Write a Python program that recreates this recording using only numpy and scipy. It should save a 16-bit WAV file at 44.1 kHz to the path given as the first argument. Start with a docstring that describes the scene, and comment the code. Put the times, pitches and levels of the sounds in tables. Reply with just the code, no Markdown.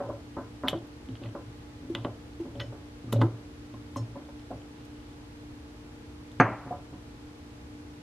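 """A quiet kitchen, a glass jar with a soap pump over a steel sink, two microphone ports close together.
From the start a fridge hums, jar and hands bump the basin (decaying modes) and its floor booms (a low sine).
Then the pump is pressed several times with clicks and short knocks (shaken resonators), scrapes (grains)
and spits of the valve (hiss bands); the spring twangs and basin and jar ring singly (shivering sines).
Near 6.4 s the jar is set down hard on the counter and rocks; hum and room air go on to the end."""
import sys
import numpy as np
from scipy import signal
from scipy.fft import rfft, irfft
from scipy.io import wavfile
from scipy.ndimage import uniform_filter1d

SR = 44100
rng = np.random.default_rng(int(sys.argv[2]) if len(sys.argv) > 2 else 0)


def file_out(sig):
    """Save sig as 16-bit WAV at sys.argv[1]."""
    # one column per channel
    cols = np.atleast_2d(sig).T
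    # limit, then scale
    lim = np.clip(cols, -1, 1)
    pcm = np.round(lim * 32767).astype(np.int16)
    wavfile.write(sys.argv[1], SR, pcm)


N = 353682  # samples, about 8 s
T = np.arange(SR // 2) / SR  # half a second of time, for single sounds


def undb(db):
    """Decibels to gain."""
    return 10 ** (np.asarray(db, float) / 20)


def fade(t, t60):
    """Decay that loses 60 dB in t60 seconds (1 ms at least)."""
    return np.exp(-np.log(1000) * t / np.maximum(t60, 1e-3))


def band(x, hz, octaves):
    """Band-pass around hz."""
    edges = hz * 2. ** (np.array([-octaves, octaves]) / 2)
    edges = np.clip(edges, 10, SR / 2 - 500)
    return signal.sosfilt(signal.butter(2, edges, "bandpass", fs=SR, output="sos"), x)


def on_log(table, hz):
    """Read (Hz, value) points on a log-frequency axis."""
    f, v = np.transpose(table)
    return np.interp(np.log(np.maximum(hz, 1)), np.log(f), v)


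def walk(rate):
    """Random levels held 1 / rate s and slewed twice; spread 1."""
    k = int(SR / rate)
    steps = np.repeat(rng.standard_normal(N // k + 1), k)
    slewed = uniform_filter1d(uniform_filter1d(steps, k), k)[:N]
    return slewed / slewed.std()


def add(out, s, sound, db):
    """Mix a sound in at s seconds with its peak at db."""
    i = max(int(s * SR), 0)
    sound = sound[:N - i]
    out[i:i + len(sound)] += sound * undb(db) / np.abs(sound).max()


# Clicks and short knocks of plunger, basin and set-down, dry:
# start_s, peak_db, pitch_hz (struck), clack_db (broad part, before peak scaling)
CLICKS = [(.667, -51, 3620, -20), (0.6772, -31, 2040, -13), (0.683, -13, 3210, -11),
          (0.6853, -18.5, 3400, -10.5), (.695, -31, 3370, -12), (.71, -39, 3400, -20),
          (.725, -47, 3400, -20), (.755, -49, 3350, -20), (.775, -45, 3400, -20), (1.087, -46, 3140, -7.5),
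          (1.154, -38.5, 3060, -3), (1.169, -47, 3170, -7), (1.237, -38, 2740, -7),
          (1.258, -43.5, 2100, -12), (1.289, -49, 3030, -6), (1.950, -21.5, 3270, -12),
          (1.950, -33.5, 1520, -15), (1.954, -29.5, 3050, -3), (1.958, -36, 3550, -15),
          (1.958, -40, 2700, -13), (1.951, -36, 1970, -19), (2.047, -34.5, 3000, -21),
          (2.0477, -23.5, 880, -32), (2.048, -40, 2000, -20), (2.055, -46, 3300, -6),
          (2.436, -47, 2500, -2), (2.555, -45.5, 3240, -15), (2.598, -32, 4300, -6.5),
          (2.6013, -26.5, 3250, -9), (2.603, -36.5, 1480, -24), (2.611, -33, 1280, -8),
          (2.601, -40, 5300, -23), (2.6, -39, 2680, -20), (2.607, -30, 3700, 5), (2.615, -39, 4200, 2),
          (2.618, -35, 1850, -3), (3.126, -27, 1210, -14.5), (3.1265, -34.5, 2970, -17),
          (3.128, -30.5, 3800, -17), (3.135, -47, 3680, -13), (3.163, -48, 3320, -8),
          (3.197, -52, 3500, -1), (3.216, -29.5, 1900, -19), (3.214, -20, 960, -23),
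          (3.216, -32, 3130, -20), (3.223, -47, 3440, -12), (3.215, -42, 4250, -22), (3.739, -49, 3460, -4),
          (3.960, -44, 2000, -7), (3.968, -47, 3050, -6), (3.98, -52, 2000, -18), (3.982, -53, 3050, -18),
          (4.127, -61, 3050, -20), (4.395, -51, 3050, -20), (4.395, -54, 4180, -20),
          (4.395, -54, 5280, -20), (4.42, -59, 5270, -8), (4.617, -51, 3050, -13), (4.81, -57, 3370, -10),
          (5.0, -51, 3170, -6), (5.13, -54, 3500, -8), (6.315, -50, 3530, -13), (6.3991, -22, 2200, -23),
          (6.403, -34, 4400, -20), (6.411, -37, 4400, -20)]
# Modes of the plastic pump head: pitch_hz, width_hz, level_db (when struck at that pitch)
SHELL_MODES = [(1010, 70, 4), (1530, 130, 1.5), (2000, 45, 10), (2580, 190, 5.5), (3046, 74, 4),
               (3440, 70, -4.5), (3600, 100, 1.5), (4040, 62, -10.5), (5200, 180, -1.5)]
SHELL_DB, SHELL_DB_PER_OCTAVE = 0.5, 24  # the modes near the struck pitch answer most
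SHELL_WIDTH_HZ = 790
CLACK_HZ, CLACK_OCTAVES = 1700, 2.7
RATTLE_T60_S = 0.001
# Fingers creak faintly on the plastic while the jar is held
CREAKS, CREAK_SPAN_S, CREAK_HZ = 45, (0, 5.3), (2800, 5500)
CREAK_FLOOR_DB, CREAK_SCATTER_DB = -58, 1.5  # softest creak, mean rise above it


def finger_creaks():
    """Faint clicks at random times and pitches; louder ones are exponentially rarer."""
    return [(np.interp(when, (0, 1), CREAK_SPAN_S),
             CREAK_FLOOR_DB - CREAK_SCATTER_DB * np.log(1 - rarity),
             np.interp(pitch, (0, 1), CREAK_HZ), -10)
            for when, rarity, pitch in rng.random((CREAKS, 3))]


def clicks():
    """A tick and a 1 ms rattle shake a band at the struck pitch, the shell modes and a broad clack."""
    out, t = np.zeros(N), T[:5000]
    for s, db, hz, clack_db in CLICKS + finger_creaks():
        shake = 0.32 * rng.standard_normal(len(t)) * fade(t, RATTLE_T60_S)
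        shake[:3] += 1.2  # the tick
        octaves = np.log2(1 + SHELL_WIDTH_HZ / hz)
        shell = band(band(shake, hz, octaves), hz, octaves)
        for mode_hz, width_hz, mode_db in SHELL_MODES:
            answer_db = SHELL_DB + mode_db - SHELL_DB_PER_OCTAVE * abs(np.log2(mode_hz / hz))
            resonator = signal.iirpeak(mode_hz, mode_hz / width_hz, fs=SR)
            shell = shell + undb(answer_db) * signal.lfilter(*resonator, shake)
        clack = shake
        for _ in range(3):
            clack = band(clack, CLACK_HZ, CLACK_OCTAVES)
        add(out, s, band(shell, hz, 2.2 * octaves) + undb(clack_db) * clack, db)
    return out


# Soap and air spit through the valve: start_s, low_peak_db, high_peak_db (before the port lean), t60_ms
SPITS = [(0.6824, -60, -27, 12), (0.686, -36, -41, 90), (.87, -75, -55, 25), (1.949, -41.5, -53, 30),
         (2.600, -58, -51, 56), (3.123, -40, -40, 40), (3.128, -55, -26.5, 19), (3.128, -37.5, -45, 105),
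         (3.214, -42, -56, 20), (3.96, -56, -46, 21), (3.968, -43, -59, 140), (4.395, -62, -75, 30),
         (4.85, -53, -55, 30), (6.317, -54, -80, 23), (6.4, -37.5, -55, 25)]
# The low and the high hiss: pitch_hz, width_octaves (of each of two passes)
VALVE = [(6400, 1), (11900, 0.41)]
# Left then right port: lean_db, delay_s (one sample later on the right)
SPIT_PORTS = [(.8, 0), (-.8, 1 / SR)]


def spits():
    """Short turbulent hisses, nearer the left port; each port hears part of them alone."""
    out, t = np.zeros((2, N)), T[:6000]
    for s, *hiss_db, t60_ms in SPITS:
        envelope = (1 - fade(t, 0.0016)) * fade(t, t60_ms / 1000)
        both, *own = rng.standard_normal((3, len(t))) * envelope
        for port, (lean_db, late_s) in enumerate(SPIT_PORTS):
            puff = both + 1.5 * own[port]
            for (hz, width), db in zip(VALVE, hiss_db):
                add(out[port], s + late_s, band(band(puff, hz, width), hz, width), db + lean_db)
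    return out


# The plunger and fingers slide on plastic: start_s, length_s, level_db (before the band-passes)
SCRAPES = [(0.672, 0.033, -42), (1.08, 0.13, -74), (1.21, 0.076, -62), (1.966, 0.1, -65.5),
           (2.038, 0.022, -63), (2.598, 0.027, -51), (3.121, 0.021, -50), (3.148, 0.036, -56),
           (3.206, 0.019, -48), (3.946, 0.042, -62), (4.38, 0.064, -71), (4.74, 0.13, -69),
           (4.946, 0.23, -75)]
SCRAPE_HZ, SCRAPE_OCTAVES, SCRAPE_GRAIN_DB = 3100, 0.69, 2.5


def scrapes():
    """Friction as dense uneven grains that come and go with each slide."""
    t, gain = np.arange(N) / SR, 0
    for s, length, db in SCRAPES:
        gain = gain + undb(db) * np.sin(np.pi * np.clip((t - s) / length, 0, 1)) ** .5
    grains = rng.standard_normal(N) * undb(SCRAPE_GRAIN_DB * walk(400))
    slide = band(grains * gain / grains.std(), SCRAPE_HZ, SCRAPE_OCTAVES)
    slide = band(slide, SCRAPE_HZ, 2 * SCRAPE_OCTAVES)
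    return slide * np.sqrt(SR / SCRAPE_HZ / SCRAPE_OCTAVES)  # makes up for the narrow band


def shivering(hz, t60):
    """One ringing mode, shaken by loose parts."""
    shiver = 1 + 4 * uniform_filter1d(rng.standard_normal(len(T)), size=300)
    return shiver * fade(T, t60) * (1 - fade(T, 0.011)) * np.sin(2 * np.pi * hz * T)


# The spring snaps back: start_s, peak_db (dry)
TWANGS = [(2.607, -48.5), (3.965, -42.5)]
# Modes of the spring: pitch_hz, level_db (relative), t60_s
SPRING = [(4160, -5, 0.13), (5360, -1, 0.22), (6100, -1, 0.059), (6550, -1, 0.13), (7750, -17, .05),
          (8860, -12, .05)]


def spring_twangs():
    """A released spring rings in all of its modes at once."""
    out = np.zeros(N)
    for s, db in TWANGS:
        add(out, s, sum(undb(mode_db) * shivering(hz, t60) for hz, mode_db, t60 in SPRING), db)
    return out


# Single rings of basin and jar: start_s, peak_db (dry), struck_hz (the nearest mode answers)
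RINGS = [(0.089, -28, 560), (0.13, -36, 560), (2.6, -37, 1950), (2.6, -44, 1500), (2.618, -48, 1950),
         (2.608, -36.5, 560), (2.62, -39, 560), (2.64, -40, 560), (2.611, -37, 3025), (0.75, -28, 338),
         (1.9, -25, 338), (2.4, -27, 338), (3.089, -49, 1200), (3.134, -20, 255), (3.16, -27.5, 560),
         (3.133, -28.5, 560), (3.217, -19, 338), (3.215, -27.5, 900), (3.232, -30, 900),
         (3.241, -24.5, 338), (3.22, -40.5, 1500), (3.196, -36, 560), (3.742, -44, 1050),
         (3.96, -28.5, 1050), (3.973, -38, 560), (4.508, -32, 700), (4.52, -37, 700), (4.52, -36, 560),
         (6.401, -40.5, 6250), (6.709, -29, 700), (6.735, -37, 700)]
# Modes of basin and jar that ring singly: pitch_hz, t60_s
SINGLE_MODES = [(255, 0.079), (338, 0.14), (560, 0.085), (710, 0.059), (900, 0.067), (1050, 0.053),
                (1200, 0.055), (1500, 0.11), (1950, 0.049), (3025, 0.06), (6250, 0.06)]


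def single_rings():
    """Single rings of basin and jar: each blow sounds the one mode nearest the struck pitch."""
    out, (hz, t60) = np.zeros(N), np.transpose(SINGLE_MODES)
    for s, db, struck_hz in RINGS:
        k = np.argmin(np.abs(hz - struck_hz))
        add(out, s, shivering(hz[k], t60[k]), db)
    return out


def ring(modes, extra_db, damping=1):
    """Decaying sines; every blow lands elsewhere, so signs and strengths differ."""
    hz, db, t60 = (c[:, None] for c in np.transpose(modes))
    luck = rng.standard_normal((2, len(modes), 1))
    gain = np.sign(luck[0]) * undb(db + extra_db + 1.5 * luck[1])
    return (gain * fade(T, t60 / damping) * np.sin(2 * np.pi * hz * T)).sum(0)


# Tops of the low and the middle ring: pitch_hz
RING_EDGES_HZ = [420, 860]


def blows(table, modes, tail, linger):
    """Each blow swells into clear modes and a dense crowd of weak ones; longer contact sounds duller."""
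    out = np.zeros(N)
    linger_db, times_longer = linger
    for s, db, damping, low_db, middle_db, contact_ms, swell_ms in table:
        def lift(hz):
            return np.array([low_db, middle_db, 0])[np.searchsorted(RING_EDGES_HZ, hz)]
        damping = max(damping, .2)
        body = ring(modes, lift(np.transpose(modes)[0][:, None]), damping)
        for hz, tail_db, t60 in tail:
            crowd = band(rng.standard_normal(len(T)), hz, 0.88)
            # a weak part lingers, whatever the blow's damping
            decay = fade(T, t60 / damping) + undb(linger_db) * fade(T, times_longer * t60)
            body += undb(tail_db + lift(hz)) * decay * crowd / crowd.std() / 4
        swell = 1 - np.exp(-1000 * T / max(swell_ms, .1))
        soft = signal.butter(5, 1000 / np.clip(contact_ms, .1, 4), fs=SR, output="sos")
        add(out, s, signal.sosfilt(soft, body * swell), db)
    return out


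# Bumps against the basin: start_s, peak_db (dry), damping (factor), low_ring_db, middle_ring_db (lifts)
BUMPS = [(0.002, -25.5, 0.81, -6, 9), (0.097, -23.5, 1.7, -1.5, 8), (0.367, -25.5, 1.04, -3, -1),
         (0.635, -24, 1.1, -9, 1.5), (0.644, -25, 1.1, 11, 4.5), (0.7298, -19, 4, 7, 5.5),
         (0.744, -24, 2.2, 15, 13), (1.087, -29, 0.88, 23, 8), (1.216, -35, 0.59, 15.5, 12.5),
         (1.244, -34, 1.5, 6, 7), (1.349, -27, 1.3, 0.5, 2.5), (1.828, -35.5, 0.2, 19.5, 10),
         (1.949, -28.5, 0.76, 3, 3), (1.955, -31, 3, 17, 0), (2.048, -20.5, 2, 6, 7.5),
         (2.45, -32.5, 0.79, 20, 12), (2.551, -34, 0.25, 17, 18), (2.723, -34.5, 1.7, 1, 3.5),
         (3.043, -35, 2.5, 22, 12), (3.078, -32.5, 1.2, 16, 8), (3.124, -22.5, 3.9, 4, -11),
         (3.132, -18.5, 2, 25, 9), (3.158, -28, 1.8, 17, 14), (3.189, -24, 1.3, 23, 14),
         (3.2152, -14.5, 2.3, 6.5, 0), (3.233, -24.5, 2.1, 3, 3), (3.739, -35, 2.5, 13, 1),
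         (3.961, -28.5, 0.87, 6.5, 5.5), (4.155, -35, 1.8, -3, 5), (4.163, -32.5, 1.5, 3.5, 5),
         (4.286, -38.5, 1.8, -4, 3), (4.3, -45, 1.8, 6, 2), (4.503, -33, 1.7, 11, 13),
         (4.509, -30.5, 0.96, 13, 15.5)]
# Clear modes of the steel basin: pitch_hz, level_db (before the lifts), t60_s (at damping 1)
BASIN = [(261.6, 10, 0.15), (334.7, 1, 0.25), (563.6, 6.5, 0.12), (750, -6, 0.081), (895, -2.5, 0.094),
         (1020, -2, 0.25), (1122, -2, 0.079), (1517, -8.5, 0.19), (1920, -6, 0.088)]
# Its dense ring: pitch_hz, level_db (before the lifts), t60_s (at damping 1)
BASIN_TAIL = [(209, 15, 0.18), (345, 6.5, 0.36), (516, 8, 0.36), (730, 6, 0.21), (1106, 8.5, 0.25),
              (1700, 6, 0.063), (2800, -11, 0.048)]
BASIN_LINGER = (-16.5, 2.17)  # level_db, times longer
BUMP_CONTACT_MS, BUMP_SWELL_MS = 0.63, 0.64


def basin_bumps():
    """Jar and hands knock the steel basin, every bump with the same contact and swell."""
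    bumps = [(*row, BUMP_CONTACT_MS, BUMP_SWELL_MS) for row in BUMPS]
    return blows(bumps, BASIN, BASIN_TAIL, BASIN_LINGER)


# The basin floor booms when weight shifts on it: start_s (of full swing), level_db (rms), hold_s
BOOM = [(0.06, -43.5, 0.11), (0.427, -44, .005), (0.554, -50, .005), (0.705, -43.5, 0.1),
        (1.128, -36, .005), (1.272, -36, 0.027), (1.49, -43.5, .005), (1.88, -48.5, 0.047),
        (1.991, -38.5, 0.027), (2.102, -41, 0.019), (2.493, -46, .005), (2.603, -36, 0.0044),
        (2.696, -38.5, 0.013), (3.08, -43, 0.0036), (3.164, -22, 0.094), (3.35, -38.5, .005),
        (3.766, -45, 0.042), (4.008, -31, 0.026), (4.115, -46, .01), (4.562, -40.5, 0.0045),
        (4.802, -46, .005), (6.446, -27.5, 0.0046), (6.53, -42, .005), (6.758, -48, .005)]
BOOM_HZ, BOOM_RISE_DB_PER_S, BOOM_FALL_DB_PER_S = 114, 318, 390


def boom():
    """The lowest mode of the basin swells, holds and dies, slightly unsteady in pitch."""
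    t, gain = np.arange(N) / SR, 0
    for s, db, hold in BOOM:
        rise_db = BOOM_RISE_DB_PER_S * np.maximum(s - t, 0)
        fall_db = BOOM_FALL_DB_PER_S * np.maximum(t - s - hold, 0)
        gain = gain + undb(db - rise_db - fall_db)
    phase = 2 * np.pi * np.cumsum(BOOM_HZ * (1 + 0.012 * walk(12))) / SR
    return np.sqrt(2) * gain * np.sin(phase)


# The jar lands and rocks on the counter: start_s, peak_db (dry), damping (factor),
# low_ring_db, middle_ring_db (lifts), contact_ms, swell_ms
LANDINGS = [(6.3995, -3, 1.85, 5, 4.5, 0.43, 0.23), (6.41, -10, 2.6, -2.5, 2, 0.44, 0.76),
            (6.657, -33, 1.5, 17, 8, 0.5, 2.4), (6.671, -33.5, 1.8, 11, 5, 0.52, 2.4),
            (6.7065, -28, 1.5, 5, 9, 1.12, 1.6), (6.72, -29.5, 1.1, -6, 9, 0.74, 1.5),
            (6.92, -35.5, 1.1, 13, -1, 1.14, 15)]
# Clear modes of the counter: pitch_hz, level_db (before the lifts), t60_s (at damping 1)
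COUNTER = [(132, 2.5, 0.19), (261, 2.5, 0.27), (480, -2, 0.15), (512, 1.5, 0.15), (567, -6, 0.37),
           (725, 0.5, 0.23), (881, -6, 0.3), (1004, 3, 0.28), (1089, 0, 0.21), (1212, 1.5, 0.2),
           (1420, -8, 0.15), (1445, -4, 0.13), (1618, -4, 0.15), (1760, -17, 0.15), (2010, -6, 0.14),
           (2255, 14, 0.03), (2400, -11, .12)]
# Its dense ring: pitch_hz, level_db (before the lifts), t60_s (at damping 1)
COUNTER_TAIL = [(158, 3.5, 0.09), (247, 17.5, 0.084), (424, 4.5, 0.1), (620, 11.5, 0.15),
                (1024, 15.5, 0.16), (1510, 12.5, 0.11), (2050, 13.5, 0.11), (3600, -6, .04)]
COUNTER_LINGER = (-12, 4.07)  # level_db, times longer


def counter_landings():
    """The jar hits the counter hard, then rocks; each contact excites the counter's modes."""
    return blows(LANDINGS, COUNTER, COUNTER_TAIL, COUNTER_LINGER)


ROOM_T60_S, ROOM_DB = 0.22, -12


def kitchen(x):
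    """Short tiled-room tail of decaying noise; the ports differ only in its upper range."""
    mid, side = rng.standard_normal((2, len(T))) * fade(T, ROOM_T60_S) * (T > .003)
    side = 0.43 * band(side, 2700, 3.9)
    tails = np.array([mid + side, mid - side]) / np.sqrt((mid ** 2).sum())
    return x + undb(ROOM_DB) * signal.fftconvolve(x[None], tails, axes=1)[:, :N]


# Fridge compressor tones: pitch_hz, level_db (rms, before the waver)
HUM = [(59.2, -71), (118.4, -58.5), (236.9, -58.5), (296.1, -50.5), (452.2, -63), (479.1, -66.5),
       (602.9, -73.5), (839.8, -69.5)]


def hum():
    """Compressor tones that waver a little in level and phase."""
    t, out = np.arange(N) / SR, 0
    for hz, db in HUM:
        gain = np.sqrt(2) * undb(db + 1.4 * walk(9))
        cycles = hz * t + rng.random() + 0.015 * walk(2.5)
        out = out + gain * np.sin(2 * np.pi * cycles)
    return out


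# Spectrum of the room air: pitch_hz, level_db (per Hz, relative)
AIR = [(12, -46), (20, -23.5), (65, -0.5), (119, -5.5), (208, -14.5), (226, -18.5), (267, -8), (299, -11),
       (325, -11), (454, -19), (568, -22.5), (862, -24), (4470, -35.5), (11500, -47), (15700, -57)]
# Difference between the ports: pitch_hz, level_db (side minus mid)
AIR_SIDE = [(30, -51), (150, -14), (500, -1.5), (2000, 1.5), (5000, 2), (15000, 0.5)]
AIR_DB = -48.5  # rms of the mid part


def air():
    """Noise shaped as room rumble, alike at both ports, under unrelated microphone hiss."""
    hz = np.arange(N // 2 + 1) * SR / N
    mid, side = rfft(rng.standard_normal((2, N))) * undb(on_log(AIR, hz))
    mid, side = irfft(mid, N), irfft(side * undb(on_log(AIR_SIDE, hz)), N)
    return undb(AIR_DB) / mid.std() * np.array([mid + side, mid - side])


def scene():
    """Hits in the room, with spits and boom dry, over the steady background."""
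    handling = clicks() + scrapes() + spring_twangs() + single_rings()
    knocks = basin_bumps() + counter_landings()
    return kitchen(handling + knocks) + spits() + boom() + hum() + air()


DROOP_HZ, TOP_HZ = 14300, 15650


def record(dry):
    """The microphone droops in the last octave and the recorder cuts the top."""
    dry = signal.sosfilt(signal.butter(4, DROOP_HZ, fs=SR, output="sos"), dry)
    return signal.sosfilt(signal.ellip(10, .2, 80, TOP_HZ, fs=SR, output="sos"), dry)


dry = scene()
out = record(dry)
file_out(out)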